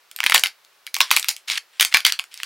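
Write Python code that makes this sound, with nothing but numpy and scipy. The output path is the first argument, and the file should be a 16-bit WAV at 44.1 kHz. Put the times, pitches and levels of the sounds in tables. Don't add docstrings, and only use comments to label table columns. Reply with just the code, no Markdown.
import sys
import numpy as np
from scipy import signal
from scipy.fft import rfft, irfft
from scipy.io import wavfile

SR = 44100
rng = np.random.default_rng(int(sys.argv[2]) if len(sys.argv) > 2 else 0)


def inscribe(sig):
    pcm = np.round(np.clip(np.atleast_2d(sig).T, -1, 1) * 32767)
    wavfile.write(sys.argv[1], SR, pcm.astype(np.int16))


N = 108045
MILLISECOND = SR / 1000
SIDE = np.array([[1], [-1]])


def undb(db):
    return 10 ** (np.asarray(db) / 20)


def unit(x):
    return x / np.sqrt(np.sum(x ** 2, axis=-1, keepdims=True) + 1e-18)


def add(out, s, x):
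    i = min(max(int(s * SR), 0), out.shape[-1])
    out[..., i:i + x.shape[-1]] += x[..., :out.shape[-1] - i]


def colour(x, points, size=2048):
    hz, db = np.array(points, float).T
    bins_hz = np.maximum(np.arange(size // 2 + 1) * SR / size, 1)
    gain = undb(np.interp(np.log(bins_hz), np.log(hz), db))
    cepstrum = irfft(np.log(gain))
    cepstrum[1:size // 2] *= 2
    cepstrum[size // 2 + 1:] = 0
    return signal.fftconvolve(x, irfft(np.exp(rfft(cepstrum))))[:len(x)]


def fade(t, t60):
    return np.exp(-np.log(1000) * t / t60)


def ring(t, hz, cycles, top_hz=15800):
    wave = np.sin(2 * np.pi * min(hz, top_hz) * t) * fade(t, cycles / hz)
    return unit(np.diff(wave, prepend=0))


# (frequency [Hz], gain [dB])
HISS_COLOUR = [(30, -8.5), (60, -20.5), (150, -16), (250, -12.5), (400, -1.5), (700, -3.5),
               (1200, 0.5), (2300, -2), (4500, -4.5), (8000, -12), (15500, -13)]
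def room_tone(hiss_db=-57.5, hum_hz=156, hum_db=-85.5):
    mid, side = (unit(colour(rng.standard_normal(N), HISS_COLOUR)) * np.sqrt(N) for _ in range(2))
    hum = undb(hum_db) * np.sqrt(2) * np.sin(2 * np.pi * hum_hz * np.arange(N) / SR)
    return undb(hiss_db) * (mid + undb(-8) * side * SIDE) + hum


# (frequency [Hz], gain [dB])
ROOM_COLOUR = [(60, 1.5), (250, 4.5), (500, 3), (800, 1.5), (1100, 0), (2200, 2.5), (3200, -5), (4600, 3),
               (7000, 1), (11000, 0.5), (16000, -13)]
def room_response(t, t60=0.14, treble_t60=0.128, treble_hz=5970, build_s=0.0052, side_db=-20.5):
    noise = unit(rng.standard_normal((2, len(t))))
    low = signal.sosfiltfilt(signal.butter(2, treble_hz, fs=SR, output="sos"), noise)
    tail = low * fade(t, t60) + (noise - low) * fade(t, treble_t60)
    tail *= 1 - np.exp(-t / build_s)
    mid, side = (colour(row, ROOM_COLOUR) for row in unit(tail))
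    return mid + undb(side_db) * side * SIDE


# (frequency [Hz], relative level [dB])
SHELL_MODES = [(1098, -0.5), (2089, 2.5), (2267, 3.5), (2356, -3), (3154, -5.5), (3402, -6.5), (4601, 1.5)]
def shell_response(t, t60=0.11):
    modes = sum(undb(db) * rng.standard_normal() * np.sin(2 * np.pi * (hz * t + rng.random()))
                for hz, db in SHELL_MODES)
    return unit(modes * fade(t, t60))


def reverberate(send, grip_s=0.02, shell_db=-19, room_db=-9.5):
    out, hop = np.zeros((2, N)), int(grip_s * SR)
    t = np.arange(SR // 4) / SR
    for i in range(0, N, hop):
        response = undb(room_db) * room_response(t) + undb(shell_db) * shell_response(t)
        add(out, i / SR, signal.fftconvolve(send[None, i:i + hop], response, axes=1))
    return out


# (time [s], level [dB])
OVERLOAD_THUMPS = [(.264, -23.5), (.322, -24.5), (.347, -20.5), (1.007, -29.5), (1.114, -25),
                   (1.165, -24.5), (1.81, -30.5), (1.85, -31), (1.945, -17.5), (2.052, -28), (2.123, -32)]
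def thumps(rise_s=0.0003):
    out, t = np.zeros(N), np.arange(512) / SR
    pulse = t / rise_s * np.exp(1 - t / rise_s)
    for s, db in OVERLOAD_THUMPS:
        add(out, s, undb(db) * pulse)
    return out


# (time [s], level [dB], ring [Hz])
WALL_KNOCKS = [(.2985, -16, 1030), (.346, -4.5, 1026), (0.967, -22.5, 950), (1.0072, -9.5, 1075),
               (1.1136, -7, 1110), (1.1712, -17, 1030), (1.2873, -25.5, 860)]
def knocks():
    out, t = np.zeros((2, N)), np.arange(1024) / SR
    for s, db, hz in WALL_KNOCKS:
        add(out, s, undb(db) * np.sqrt(MILLISECOND) * ring(t, hz, cycles=5))
    return out


# (ratio to its ring [1], relative level [dB], 60 dB fade [cycles])
PIECE_PARTIALS = [(0.619, -20, 8), (1, 4.5, 9.5), (1.3, -1, 11), (1.9, -15, 9.5)]
def fracture(db, hz, tick_db, tick_s=0.00056, tick_hz=5030, body_band_hz=(730, 5570)):
    t = np.arange(512) / SR
    detune = np.exp(0.009 * rng.standard_normal(len(PIECE_PARTIALS)))
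    piece = unit(sum(undb(level) * ring(t, hz * ratio * shift, cycles)
                     for (ratio, level, cycles), shift in zip(PIECE_PARTIALS, detune)))
    diffuse_hz = 2700 * (hz / 2700) ** 0.32 * detune[0]
    diffuse = undb(0.5) * ring(t, diffuse_hz, cycles=2.74)
    body = signal.lfilter(*signal.butter(3, body_band_hz, "band", fs=SR), np.array([piece, diffuse]))
    burst = rng.standard_normal(len(t)) * np.exp(-t / tick_s)
    tick = unit(signal.lfilter(*signal.butter(2, tick_hz, "high", fs=SR), burst))
    return undb(db) * np.sqrt(MILLISECOND) * (body * rng.choice([-1, 1]) + undb(tick_db) * tick)


def cluster(db, hz, tick_db, length_s, scatter_db, count):
    out = np.zeros((2, int(length_s * SR) + SR // 50))
    for place, (size, pitch) in zip(rng.random(count), rng.standard_normal((count, 2))):
        add(out, place * length_s, fracture(scatter_db * min(size, 2), hz * np.exp(0.2 * pitch), tick_db))
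    return unit(out) * undb(db) * np.sqrt(MILLISECOND * (1 + undb(tick_db) ** 2))


# (time [s], length [s], level [dB], centre ring [Hz])
EDGE_RUBS = [(0.25, 0.15, -38.5, 2030), (1.036, 0.067, -39, 2800), (1.12, 0.068, -25.5, 2820),
             (1.236, 0.051, -41.5, 2920), (1.279, 0.036, -28, 3940), (1.474, 0.065, -25.5, 3420),
             (1.507, 0.015, -20.5, 3100), (1.521, 0.049, -27, 2940), (1.569, 0.014, -19, 2720),
             (1.725, 0.094, -52.5, 2800), (1.795, 0.03, -19, 3400), (1.911, .024, -34, 2700),
             (1.94, 0.035, -29, 2300), (2.058, 0.045, -22.5, 2800), (2.309, 0.18, -44, 3400)]
def rubs(spots=10, slips_per_s=6000, swell_s=0.0078, pitch_spread=0.4, top_hz=9700, send_db=-7):
    out = np.zeros((2, N))
    for s, length_s, db, hz in EDGE_RUBS:
        t = np.arange(int(length_s * SR)) / SR
        swell = np.minimum(t / swell_s, 1)
        grains = 0
        for pitch in rng.permutation(np.linspace(-1, 1, spots)):
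            slipping = rng.random(len(t)) < slips_per_s / spots / SR
            slips = slipping * rng.standard_normal(len(t)) * swell
            grain = fracture(0, hz * np.exp(pitch_spread * pitch), tick_db=-1.5)
            grains = grains + signal.fftconvolve(slips[None], grain, axes=1)
        add(out, s, unit(grains) * undb(db) * np.sqrt(length_s * SR))
    dulled = signal.lfilter(*signal.butter(2, top_hz, fs=SR), out)
    return dulled * undb([[0], [send_db]])


# (time [s], level [dB], ring [Hz], tick relative to ring [dB])
SMALL_CRACKS = [(0.114, -31, 3600, 2.5), (0.1626, -26, 4400, 9.5), (0.1885, -22, 2180, -5.5),
                (0.204, -8.5, 2190, -9), (0.232, -16.5, 2060, -13.5), (0.2395, -9, 1970, -2),
                (0.247, -21, 2250, -21), (0.2632, -0.5, 2250, -8), (0.2686, -7.5, 2310, -11),
                (0.2976, -7, 2600, -2), (0.3093, -16, 2670, 0.5), (0.3214, -2.5, 1900, -14.5),
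                (0.326, -9.5, 2700, -14), (0.3422, -7, 2840, 0.5), (0.3522, -5, 2390, -8),
                (0.3609, -3, 2470, -23), (0.3789, -7.5, 3080, -3), (0.3953, -20.5, 3030, 10.5),
                (0.4366, 1, 2700, -4.5), (0.4595, -10, 2600, -11), (0.47, -16.5, 3400, -3.5),
                (0.6487, -40.5, 4430, -3.5), (0.867, -22.5, 3260, -1), (0.8749, -29, 2296, -18),
                (0.9436, -11.5, 3460, 3), (0.952, -15, 3830, -11), (0.9655, -16.5, 2320, 0),
                (0.9865, -29, 2740, 7.5), (1.0134, -1.5, 3840, -13), (1.1065, -10, 3500, -13),
                (1.1714, -7, 2500, -6), (1.1969, -18, 3120, 7.5), (1.228, -15.5, 4300, -4),
                (1.2445, -16.5, 2180, -2), (1.2856, -8.5, 3400, 3), (1.2904, -12, 4070, 6.5),
                (1.3128, -24.5, 4230, 5), (1.3653, -24.5, 4250, 0.5), (1.4837, -21, 2880, -13.5),
                (1.4999, -10, 3050, -8), (1.7983, -3.5, 3000, -5.5), (1.827, -5.5, 3120, -0.5),
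                (1.8494, -9, 2700, 3.5), (1.9253, -17, 2120, -12), (1.9409, -3, 4070, -8),
                (1.9705, -5, 2140, -2), (2.0045, -20, 3100, -3.5), (2.0656, -4, 2580, 2.5),
                (2.1227, -4.5, 4050, -6), (2.1909, -14.5, 3260, -5.5), (2.1953, -11, 2890, -9),
                (2.2403, -33, 2230, 2), (2.3412, -25.5, 5100, 2.5), (2.3756, -26.5, 4960, -3.5),
                (2.4013, -24, 1940, -12), (2.433, -14, 2600, -2.5)]
def cracks(first_db=-1.5, steps_db=-5.5, wait_s=0.0003):
    out = np.zeros((2, N))
    for s, db, hz, tick_db in SMALL_CRACKS:
        send_db = 0.5 + 0.33 * min(tick_db, 0)
        routing = undb([[0], [send_db]])
        add(out, s, routing * fracture(db + first_db, hz, tick_db))
        steps = cluster(db + steps_db, hz, tick_db - 2, length_s=0.0012, scatter_db=12.5, count=2)
        add(out, s + wait_s, routing * steps)
    return out


# (time [s], level [dB], ring [Hz], tick relative to ring [dB], split length [s])
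BIG_SNAPS = [(0.3452, 11, 3400, -1.5, 0.0028), (1.0052, 7, 2980, -3.5, 0.0013),
             (1.1128, 5, 2280, 0.5, 0.0021), (1.1646, 4, 3500, 0.5, .0015),
             (1.8091, 6.5, 2750, 2.5, 0.0013), (1.9446, 10, 2600, -10, 0.0017),
             (2.0502, 9.5, 3100, -8.5, .002)]
def snaps(warning_s=0.002, warning_db=-30.5, split_db=-6, crumbs=14, crumb_spread_s=0.011, send_db=-1):
    out = np.zeros((2, N))
    for s, db, hz, tick_db, run_s in BIG_SNAPS:
        add(out, s - warning_s, fracture(db + warning_db, hz, tick_db))
        add(out, s, fracture(db + split_db, hz, tick_db))
        add(out, s, cluster(db + split_db, hz, tick_db, run_s, scatter_db=7.0, count=5))
        for wait, size, pitch in rng.standard_normal((crumbs, 3)):
            crumb_db = db - 31 + 5 * min(size, 2)
            crumb = fracture(crumb_db, hz * np.exp(0.35 * pitch), tick_db)
            add(out, s + abs(wait) * crumb_spread_s, crumb)
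    return out * undb([[0], [send_db]])


# (frequency [Hz], gain [dB])
DIRECT_COLOUR = [(60, -32), (250, -16.5), (500, -7), (800, 0.5), (1100, 1), (2500, 1.5), (4500, -0.5),
                 (7000, 0), (11000, -3.5), (16000, -3.5)]
def scene(port_side_db=-32):
    background = room_tone()
    port_difference = undb(port_side_db) * unit(rng.standard_normal(64))
    close, send = cracks() + knocks() + snaps() + rubs()
    direct = colour(close, DIRECT_COLOUR)
    width = np.convolve(direct, port_difference)[:N] * SIDE
    return direct + thumps() + width + reverberate(send) + background


# (frequency [Hz], gain [dB])
RECORDER_COLOUR = [(30, -15.5), (250, -6.5), (700, -0.5), (16000, -1)]
def record(dry, ceiling=0.87, distortion_low_hz=700, top_hz=15800):
    overload = np.clip(dry, -ceiling, ceiling) - dry
    low_cut = signal.butter(2, distortion_low_hz, "high", fs=SR, output="sos")
    clipped = dry + signal.sosfiltfilt(low_cut, overload)
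    thinned = np.array([colour(channel, RECORDER_COLOUR) for channel in clipped])
    return signal.sosfiltfilt(signal.ellip(8, 0.1, 50, top_hz, fs=SR, output="sos"), thinned)


dry = scene()
out = record(dry)
inscribe(out)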